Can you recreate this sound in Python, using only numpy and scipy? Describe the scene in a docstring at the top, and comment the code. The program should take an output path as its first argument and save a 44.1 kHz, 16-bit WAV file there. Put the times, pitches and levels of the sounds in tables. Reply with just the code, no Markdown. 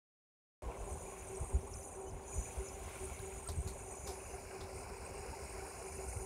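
"""A steady wash of falling water, with a drone and a metallic chirr: a floating aerator on a pond.
Its jet falls back as lumps, drops and mist, close partials beat in its motor, and its shaft rubs
three times a turn and sets the metal ringing. Wind nudges the microphone on the bank, where insects
tick, grass rustles and water plops now and then. Midway the treble crackles faintly."""
import sys
import numpy as np
from scipy import signal
from scipy.fft import rfft, irfft
from scipy.io import wavfile
from scipy.ndimage import uniform_filter1d

SR = 44100
rng = np.random.default_rng(int(sys.argv[2]) if len(sys.argv) > 2 else 0)


def bounce(signal):
    """Save signal as a 16-bit WAV file at the path given by the first command-line argument."""
    frames = np.transpose(np.atleast_2d(signal))
    limited = np.clip(frames, -1, 1)
    pcm = np.round(limited * 32767).astype(np.int16)
    wavfile.write(sys.argv[1], SR, pcm)


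N = 275625
T = np.arange(N) / SR
FREQ = np.maximum(np.fft.rfftfreq(N, 1 / SR), 1)


def undb(db):
    """Decibels to gain."""
    return 10 ** (np.asarray(db) / 20)


def unit(x):
    """Scale to rms 1."""
    return x / np.sqrt(np.mean(x ** 2))


def curves(table):
    """Automation lanes: each column after time_s, joined by straight lines."""
    times, *columns = np.transpose(table)
    return [np.interp(T, times, column) for column in columns]


def colour(x, points):
    """EQ a sound through points (freq_hz, gain_db), rolling off past the ends; rms 1."""
    hz, db = np.transpose(points)
    skirts = 1 / np.sqrt((1 + (hz[0] / FREQ) ** 4) * (1 + (FREQ / hz[-1] / 2) ** 4))
    eq = undb(np.interp(np.log(FREQ), np.log(hz), db))
    return unit(irfft(rfft(x) * skirts * eq, N))


def walk(rate_hz):
    """Smooth random modulator: noise low-passed at rate_hz; rms 1."""
    return unit(irfft(rfft(rng.standard_normal(N)) / (1 + (FREQ / rate_hz) ** 4) ** .5, N))


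def angle(hz):
    """Phase that a frequency curve runs through."""
    return 2 * np.pi * np.cumsum(hz) / SR


def swells(table, attack_s, release_s):
    """Envelope of events (start_s, length_s, level_db) that rise, hold and die away."""
    return sum(undb(db) * np.clip((T - s) / attack_s, 0, 1)
               * np.exp(-np.maximum(T - s - length, 0) / release_s) for s, length, db in table)


def impacts(per_s, spread_db):
    """Random clicks of unequal size; rms 1."""
    hits = (rng.random(N) < per_s / SR) * np.sign(rng.standard_normal(N))
    return unit(hits * undb(spread_db * np.minimum(rng.exponential(size=N), 4)))


def blips(table, glide):
    """Swelling tones (centre_s, peak_db, pitch_hz, half_length_s); log pitch glides per half length."""
    out = np.zeros(N)
    for (s, db, hz, half), phase in zip(table, 2 * np.pi * rng.random(len(table))):
        near = np.abs(T - s) < 4 * half
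        u = (T[near] - s) / half
        out[near] += undb(db) * np.exp(-u ** 2) * np.sin(angle(hz * np.exp(glide * u)) + phase)
    return out


# EQ of steady air on the microphone: freq_hz, gain_db
RUMBLE_EQ = [(25, -23), (35, -7.5), (50, -3.5), (70, -1), (100, -9), (150, -17), (250, -19), (500, -49)]
# strength of the breeze: time_s, level_db
BREEZE_LEVEL = [(0.6, -53), (3.6, -52.5), (4.5, -56), (5.3, -52), (6.25, -54)]
# eddies hitting the microphone: centre_s, peak_db, pitch_hz
WIND_THUMPS = [(0.676, -37.5, 56.5), (0.813, -38.5, 57.5), (0.925, -38.5, 64), (1.424, -34, 62.6),
               (1.557, -28, 65), (2.385, -32, 62), (2.597, -34.5, 59.6), (3.207, -43, 104),
               (3.504, -37, 71), (3.589, -31, 75), (3.667, -34.5, 77), (6.082, -42.5, 61.5),
               (6.17, -37.5, 98), (6.215, -42, 70)]


def wind(gust_db=3.5, flutter_db=-10.5, octave_db=-10, half_length_cycles=1.1):
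    """A breeze rumbles on the microphone; single eddies thump it and break up into ragged flutter."""
    rumble = colour(rng.standard_normal(N), RUMBLE_EQ)
    rumble *= undb(curves(BREEZE_LEVEL)[0] + gust_db * walk(7.4))
    thumps = [(s, db, hz, half_length_cycles / hz) for s, db, hz in WIND_THUMPS]
    # the harder the thump, the more of its octave comes with it
    hardest_db = max(db for s, db, hz in WIND_THUMPS)
    octaves = [(s, 2 * db - hardest_db + octave_db, 2 * hz, half) for s, db, hz, half in thumps]
    eddies = sum(undb(db) * np.exp(-((T - s) / half / 2) ** 2) for s, db, hz, half in thumps)
    flutter_eq = [(48, 8.5), (100, 3), (200, -12), (400, -21.5), (1000, -42)]
    flutter = colour(rng.standard_normal(N), flutter_eq) * eddies * undb(flutter_db)
    return rumble + blips(thumps + octaves, glide=-0.066) + flutter


def crackle(start_s=2.74, end_s=3.54, pair_gap_s=0.0045, level_db=-81, count=12):
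    """For a moment the treble crackles with tiny paired clicks."""
    slots = (np.arange(count) + rng.random(count)) / count
    clicks = np.zeros(N)
    clicks[((start_s + slots * (end_s - start_s)) * SR).astype(int)] = 1
    pairs = clicks + np.roll(clicks, int(pair_gap_s * SR))
    return colour(pairs, [(8000, -3), (11000, 0), (16000, -4)]) * undb(level_db)


# rustles on the bank: start_s, level_db, rise_s, decay_s, stalk_hz, treble_db
GRASS_RUSTLES = [(3.487, -44.5, 0.00065, 0.021, 4300, -0.5), (3.671, -49.5, 0.005, 0.026, 4250, 7),
                 (4.062, -46, 0.014, 0.04, 5140, 3), (4.605, -50, .003, 0.022, 3900, -10)]
# EQ of scraping blades: freq_hz, gain_db
GRASS_EQ = [(300, 9.5), (1000, 5.5), (2600, -14), (3600, -4), (5000, -2), (7000, -4), (10000, -6),
            (12000, -10), (15500, -20)]


def grass(stalk_db=-5, treble_hz=5500):
    """Dry blades scrape in short bursts of tiny clicks, and each stalk rings a little."""
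    out = 0
    for s, db, rise, decay, stalk_hz, treble_db in GRASS_RUSTLES:
        age = np.maximum(T - s, 0)
        envelope = undb(db) * np.minimum(age / rise, 1) * np.exp(-np.maximum(age - rise, 0) / decay)
        eq = [(hz, gain_db + treble_db * (hz > treble_hz)) for hz, gain_db in GRASS_EQ]
        scrape = colour(impacts(per_s=3500, spread_db=2), eq)
        stalk = undb(stalk_db) * walk(370) * np.sin(2 * np.pi * stalk_hz * T)
        out += envelope * (scrape + stalk)
    return out


# insect ticks, before rasp and trim: centre_s, level_db, pitch_hz
INSECT_TICKS = [(0.989, -68, 5200), (1.356, -53, 5770), (1.612, -58, 5630), (1.738, -48.5, 5660),
                (1.829, -58, 5400), (2.111, -63, 5200), (2.238, -61, 4640), (2.691, -54, 5300),
                (3.196, -51, 3960)]


def insects(half_length_s=0.0054, rough_db=4.5, trim_db=-2):
    """Each tick is a very short, raspy chirp that falls in pitch."""
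    rasp = unit(np.cos(walk(250)) * undb(rough_db * walk(200)))
    chirps = blips([(s, db, hz, half_length_s) for s, db, hz in INSECT_TICKS], glide=-0.0224)
    return chirps * rasp * undb(trim_db)


# water against the bank: centre_s, peak_db, pitch_hz, half_length_s
BANK_PLOPS = [(1.068, -53.5, 2400, 0.005), (2.078, -64.5, 3000, 0.014), (2.332, -52, 2420, 0.0044),
              (2.459, -51.5, 2430, .005), (3.47, -49.5, 1340, 0.0071), (3.4905, -41.5, 1016, 0.0031),
              (5.338, -44, 900, 0.011)]


def plops():
    """Water plops against the bank in short, rising tones."""
    return blips(BANK_PLOPS, glide=0.0248)


# partials of the drone: pitch_hz, relative_db
MOTOR_PARTIALS = [(183, -17.5), (359, -16.5), (382, -1), (405.3, -5.5), (454, -16), (740.5, -20),
                  (764.2, -12.5), (787.5, -15), (811, -31)]
# swells over the steady drone: start_s, length_s, level_db
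MOTOR_SWELLS = [(0.865, 0.02, -49), (1.062, 0.078, -56), (1.292, 0.083, -47.5), (1.494, .06, -51.5),
                (1.953, 0.13, -50.5), (2.582, 0.042, -46.5), (3.002, 0.034, -45), (3.213, .085, -49),
                (4.052, 0.055, -46), (4.307, 0.062, -51), (4.528, 0.041, -49.5), (4.892, 0.056, -53),
                (5.13, 0.1, -51.5), (5.359, 0.046, -51), (5.535, 0.092, -50.5), (5.826, 0.056, -49),
                (5.96, 0.11, -51), (6.18, 0.054, -47.5)]


def motor(steady_db=-55.5, drift_db=2.5, sag_db=-4.5, sag_s=0.044, waver_hz=1.45, flutter_db=2.6):
    """Close partials, a shaft rate apart, beat against each other; the load makes them waver."""
    load = walk(4.9)
    tone = 0
    for hz, db in MOTOR_PARTIALS:
        gain = undb(db + flutter_db * walk(5.7))
        phase = angle(hz + waver_hz * (load + walk(11.7))) + 2 * np.pi * rng.random()
        tone += gain * np.sin(phase)
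    # level out the slow movement and keep the quick beating
    tone /= np.sqrt(uniform_filter1d(tone ** 2, size=SR // 11))
    # the drone sags just before each swell
    sag = sum(np.exp(-((T - s + sag_s) / sag_s) ** 2) for s, length, db in MOTOR_SWELLS)
    steady = undb(steady_db + sag_db * sag + drift_db * walk(8))
    return tone * np.hypot(steady, swells(MOTOR_SWELLS, attack_s=0.018, release_s=0.023))


def chirr(modes, turn, sharpness, uneven, scatter_db, bend_hz, wander_hz, rubs_per_turn=3):
    """Each rub swells the metal modes and pulls their pitch up; one rub of the turn is weaker."""
    press = np.cos(rubs_per_turn * turn)
    accent = 1 + uneven * np.cos(turn + np.pi / rubs_per_turn)
    pulses = np.exp(sharpness * press) * accent
    out = 0
    for hz, width, db, rasp_db in modes:
        phase = angle(hz + bend_hz * press + wander_hz * walk(23.2))
        rasp = walk(width / 2) * np.cos(phase) + walk(width / 2) * np.sin(phase)
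        ring = unit(np.sin(phase)) + undb(rasp_db) * unit(rasp)
        out += undb(db) * unit(pulses * undb(scatter_db * walk(15)) * ring)
    return unit(out)


# shaft speed: time_s, turns_per_s
SHAFT_SPEED = [(0.6, 23.3), (2.4, 23.25), (2.9, 22.9), (3.4, 23.1), (4.0, 22.7), (4.9, 22.9), (5.4, 23.25),
               (6.25, 23.2)]
# how hard the shaft rubs, each lane played relative to its median: time_s, chirr_db, squeal_db
RUB_PRESSURE = [(0.68, -69, -78), (0.93, -59, -64), (1.22, -60, -69), (1.49, -60, -56), (1.67, -63, -73),
                (1.78, -58, -64), (1.87, -58.5, -60), (2.2, -65.5, -78), (2.34, -56.5, -61),
                (2.9, -61.5, -69), (3.05, -56.5, -57), (3.12, -59, -66), (3.44, -60.5, -60),
                (4.31, -58.5, -67), (4.7, -66.5, -74), (4.79, -60, -57.5), (4.88, -65, -68.5),
                (6.25, -56, -59)]
# the shaft grabs and the low modes flare up: start_s, length_s, level_db
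SHAFT_GRABS = [(1.69, .13, -63.5), (2.255, 0.25, -54), (2.63, 0.097, -56.5), (3.85, 0.2, -58)]
# three banks of metal modes: pitch_hz, rasp_width_hz, relative_db, rasp_to_tone_db
LOW_METAL = [(6095, 99, -8, -5), (6170, 100, -6.5, 10), (6858, 300, 0, -2), (7250, 670, -11, 9)]
SQUEAL_METAL = [(8400, 47, -2, -0.5), (8580, 230, -10.5, -3), (7850, 1400, -14.5, 6)]
HIGH_METAL = [(9039, 240, 0, 2), (9675, 220, -1, 0), (9884, 200, -5, 3), (10266, 200, -1.5, 1),
              (10578, 140, -11, 3), (11526, 600, -13, 12), (13458, 260, -16, 8), (14002, 350, -15.5, 8)]


def shaft(low_db=-62, squeal_db=-61.5, high_db=-61, low_follow=0.93, squeal_follow=0.9, high_follow=1.48):
    """The turning shaft rubs: two banks of modes chirr, and a third squeals in clear pulses."""
    turn = angle(curves(SHAFT_SPEED)[0])
    low = chirr(LOW_METAL, turn + 1, sharpness=0.26, uneven=0.03,
                scatter_db=2.5, bend_hz=55, wander_hz=8.98)
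    squeal = chirr(SQUEAL_METAL, turn, sharpness=0.9, uneven=0.5,
                   scatter_db=2.3, bend_hz=60, wander_hz=8)
    high = chirr(HIGH_METAL, turn + 0.5, sharpness=0.083, uneven=0.031,
                 scatter_db=1.5, bend_hz=71, wander_hz=9.14)
    grabs = swells(SHAFT_GRABS, attack_s=0.027, release_s=0.038)
    # each bank follows the rubbing by its own dB per dB
    pressure_db, squealing_db = (db - np.median(db) for db in curves(RUB_PRESSURE))
    low *= np.hypot(undb(low_db + low_follow * pressure_db), grabs)
    squeal *= undb(squeal_db + squeal_follow * squealing_db)
    high *= undb(high_db + high_follow * pressure_db)
    return low + squeal + high


def bubbles(per_s, low_hz, high_hz, cycles, spread_db):
    """Air dragged under rings in pockets that rise in pitch as they surface; rms 1."""
    out = np.zeros(N + SR)
    for when, pitch, chance, life in rng.random((int(per_s * N / SR), 4)):
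        hz = low_hz * (high_hz / low_hz) ** pitch
        decay_s = cycles * (.5 + life) / hz / np.pi
        age = np.arange(min(int(2 * np.pi * decay_s * SR), SR)) / SR / decay_s  # in decay times
        size = undb(spread_db * min(-np.log(1 - chance), np.pi)) * np.sqrt(hz)
        start = int(when * N)
        out[start:start + len(age)] += size * np.exp(-age) * np.sin(angle(hz * (1 + 0.023 * age)))
    return unit(out[:N])


# fader rides for the heavy water and the thrown drops, before each layer's trim: time_s, level_db
HEAVY_WATER = [(0.68, -50), (0.69, -49), (1.11, -54), (3.68, -55.5), (5.22, -53), (6.2, -54.5)]
THROWN_DROPS = [(0.68, -66.5), (1.22, -65), (2.06, -72), (2.55, -62.5), (2.76, -65), (2.88, -59.5),
                (3.51, -65.5), (3.57, -67), (4.49, -61.5), (5.61, -59.5), (6.2, -64)]
# EQ of the four spray layers: freq_hz, gain_db
WASH_EQ = [(90, -3), (170, -4), (320, 0), (430, 1), (550, 0.5), (700, 0.5), (1080, -1.5), (1270, -15),
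           (1450, -13), (2000, -22), (3200, -38)]
PATTER_EQ = [(900, -4.5), (1400, 4.5), (1850, -4), (2250, 6), (2600, 2.5), (2900, -3.5), (3150, -25),
             (3700, -27), (5000, -38)]
SIZZLE_EQ = [(3500, -44), (4000, -5), (4300, -7.5), (4900, 0.5), (5500, 0), (6500, -18), (7300, -6.5),
             (10400, -4), (11000, -15.5)]
MIST_EQ = [(3000, 5), (4100, -1), (4800, -3.5), (6000, -1), (10400, 2.5), (11000, -6.5), (12500, -9),
           (14200, -12), (15700, -7)]


def spray(wash_db=0.31, patter_db=1.5, surge_db=1, coarsen_mid_s=4.05, coarsen_span_s=0.81,
          early_sizzle_db=-14, late_sizzle_db=-1, early_mist_db=0.5, late_mist_db=-11):
    """The jet falls back: lumps of water make the wash, drops patter, droplets sizzle, mist hisses."""
    heavy_db, = curves(HEAVY_WATER)
    drop_db, = curves(THROWN_DROPS)
    gurgle = bubbles(per_s=330, low_hz=420, high_hz=1400, cycles=20, spread_db=3.5)
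    tinkle = bubbles(per_s=600, low_hz=1300, high_hz=3000, cycles=24, spread_db=4)
    wash = colour(impacts(per_s=2500, spread_db=3) + undb(-12) * gurgle, WASH_EQ)
    wash *= undb(heavy_db + wash_db + surge_db * walk(8.4))
    patter = colour(impacts(per_s=6000, spread_db=1) + undb(-9.5) * tinkle, PATTER_EQ)
    patter *= undb(drop_db + patter_db + surge_db * walk(4.3))
    # the finest spray rides with the drops and crossfades from misty hiss to sizzle
    coarse = np.clip((T - coarsen_mid_s) / coarsen_span_s + .5, 0, 1)
    sizzle_db = drop_db + early_sizzle_db * (1 - coarse) + late_sizzle_db * coarse
    mist_db = drop_db + early_mist_db * (1 - coarse) + late_mist_db * coarse
    sizzle = colour(impacts(per_s=16000, spread_db=6), SIZZLE_EQ) * undb(sizzle_db + 0.95 * walk(28))
    mist = colour(rng.standard_normal(N), MIST_EQ) * undb(mist_db)
    return wash + patter + sizzle + mist


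def scene():
    """Open water gives no echo: all sources simply add, in mono."""
    aerator = motor() + shaft() + spray()
    return (aerator + plops() + wind() + insects() + grass() + crackle())[None]


def record(dry):
    """The microphone switches on after a moment, and a steep low-pass cuts the top."""
    start_s, top_hz = 0.621, 15600
    low_pass = signal.ellip(10, .2, 70, top_hz, fs=SR, output="sos")
    return signal.sosfilt(low_pass, dry * (T >= start_s))


dry = scene()
out = record(dry)
bounce(out)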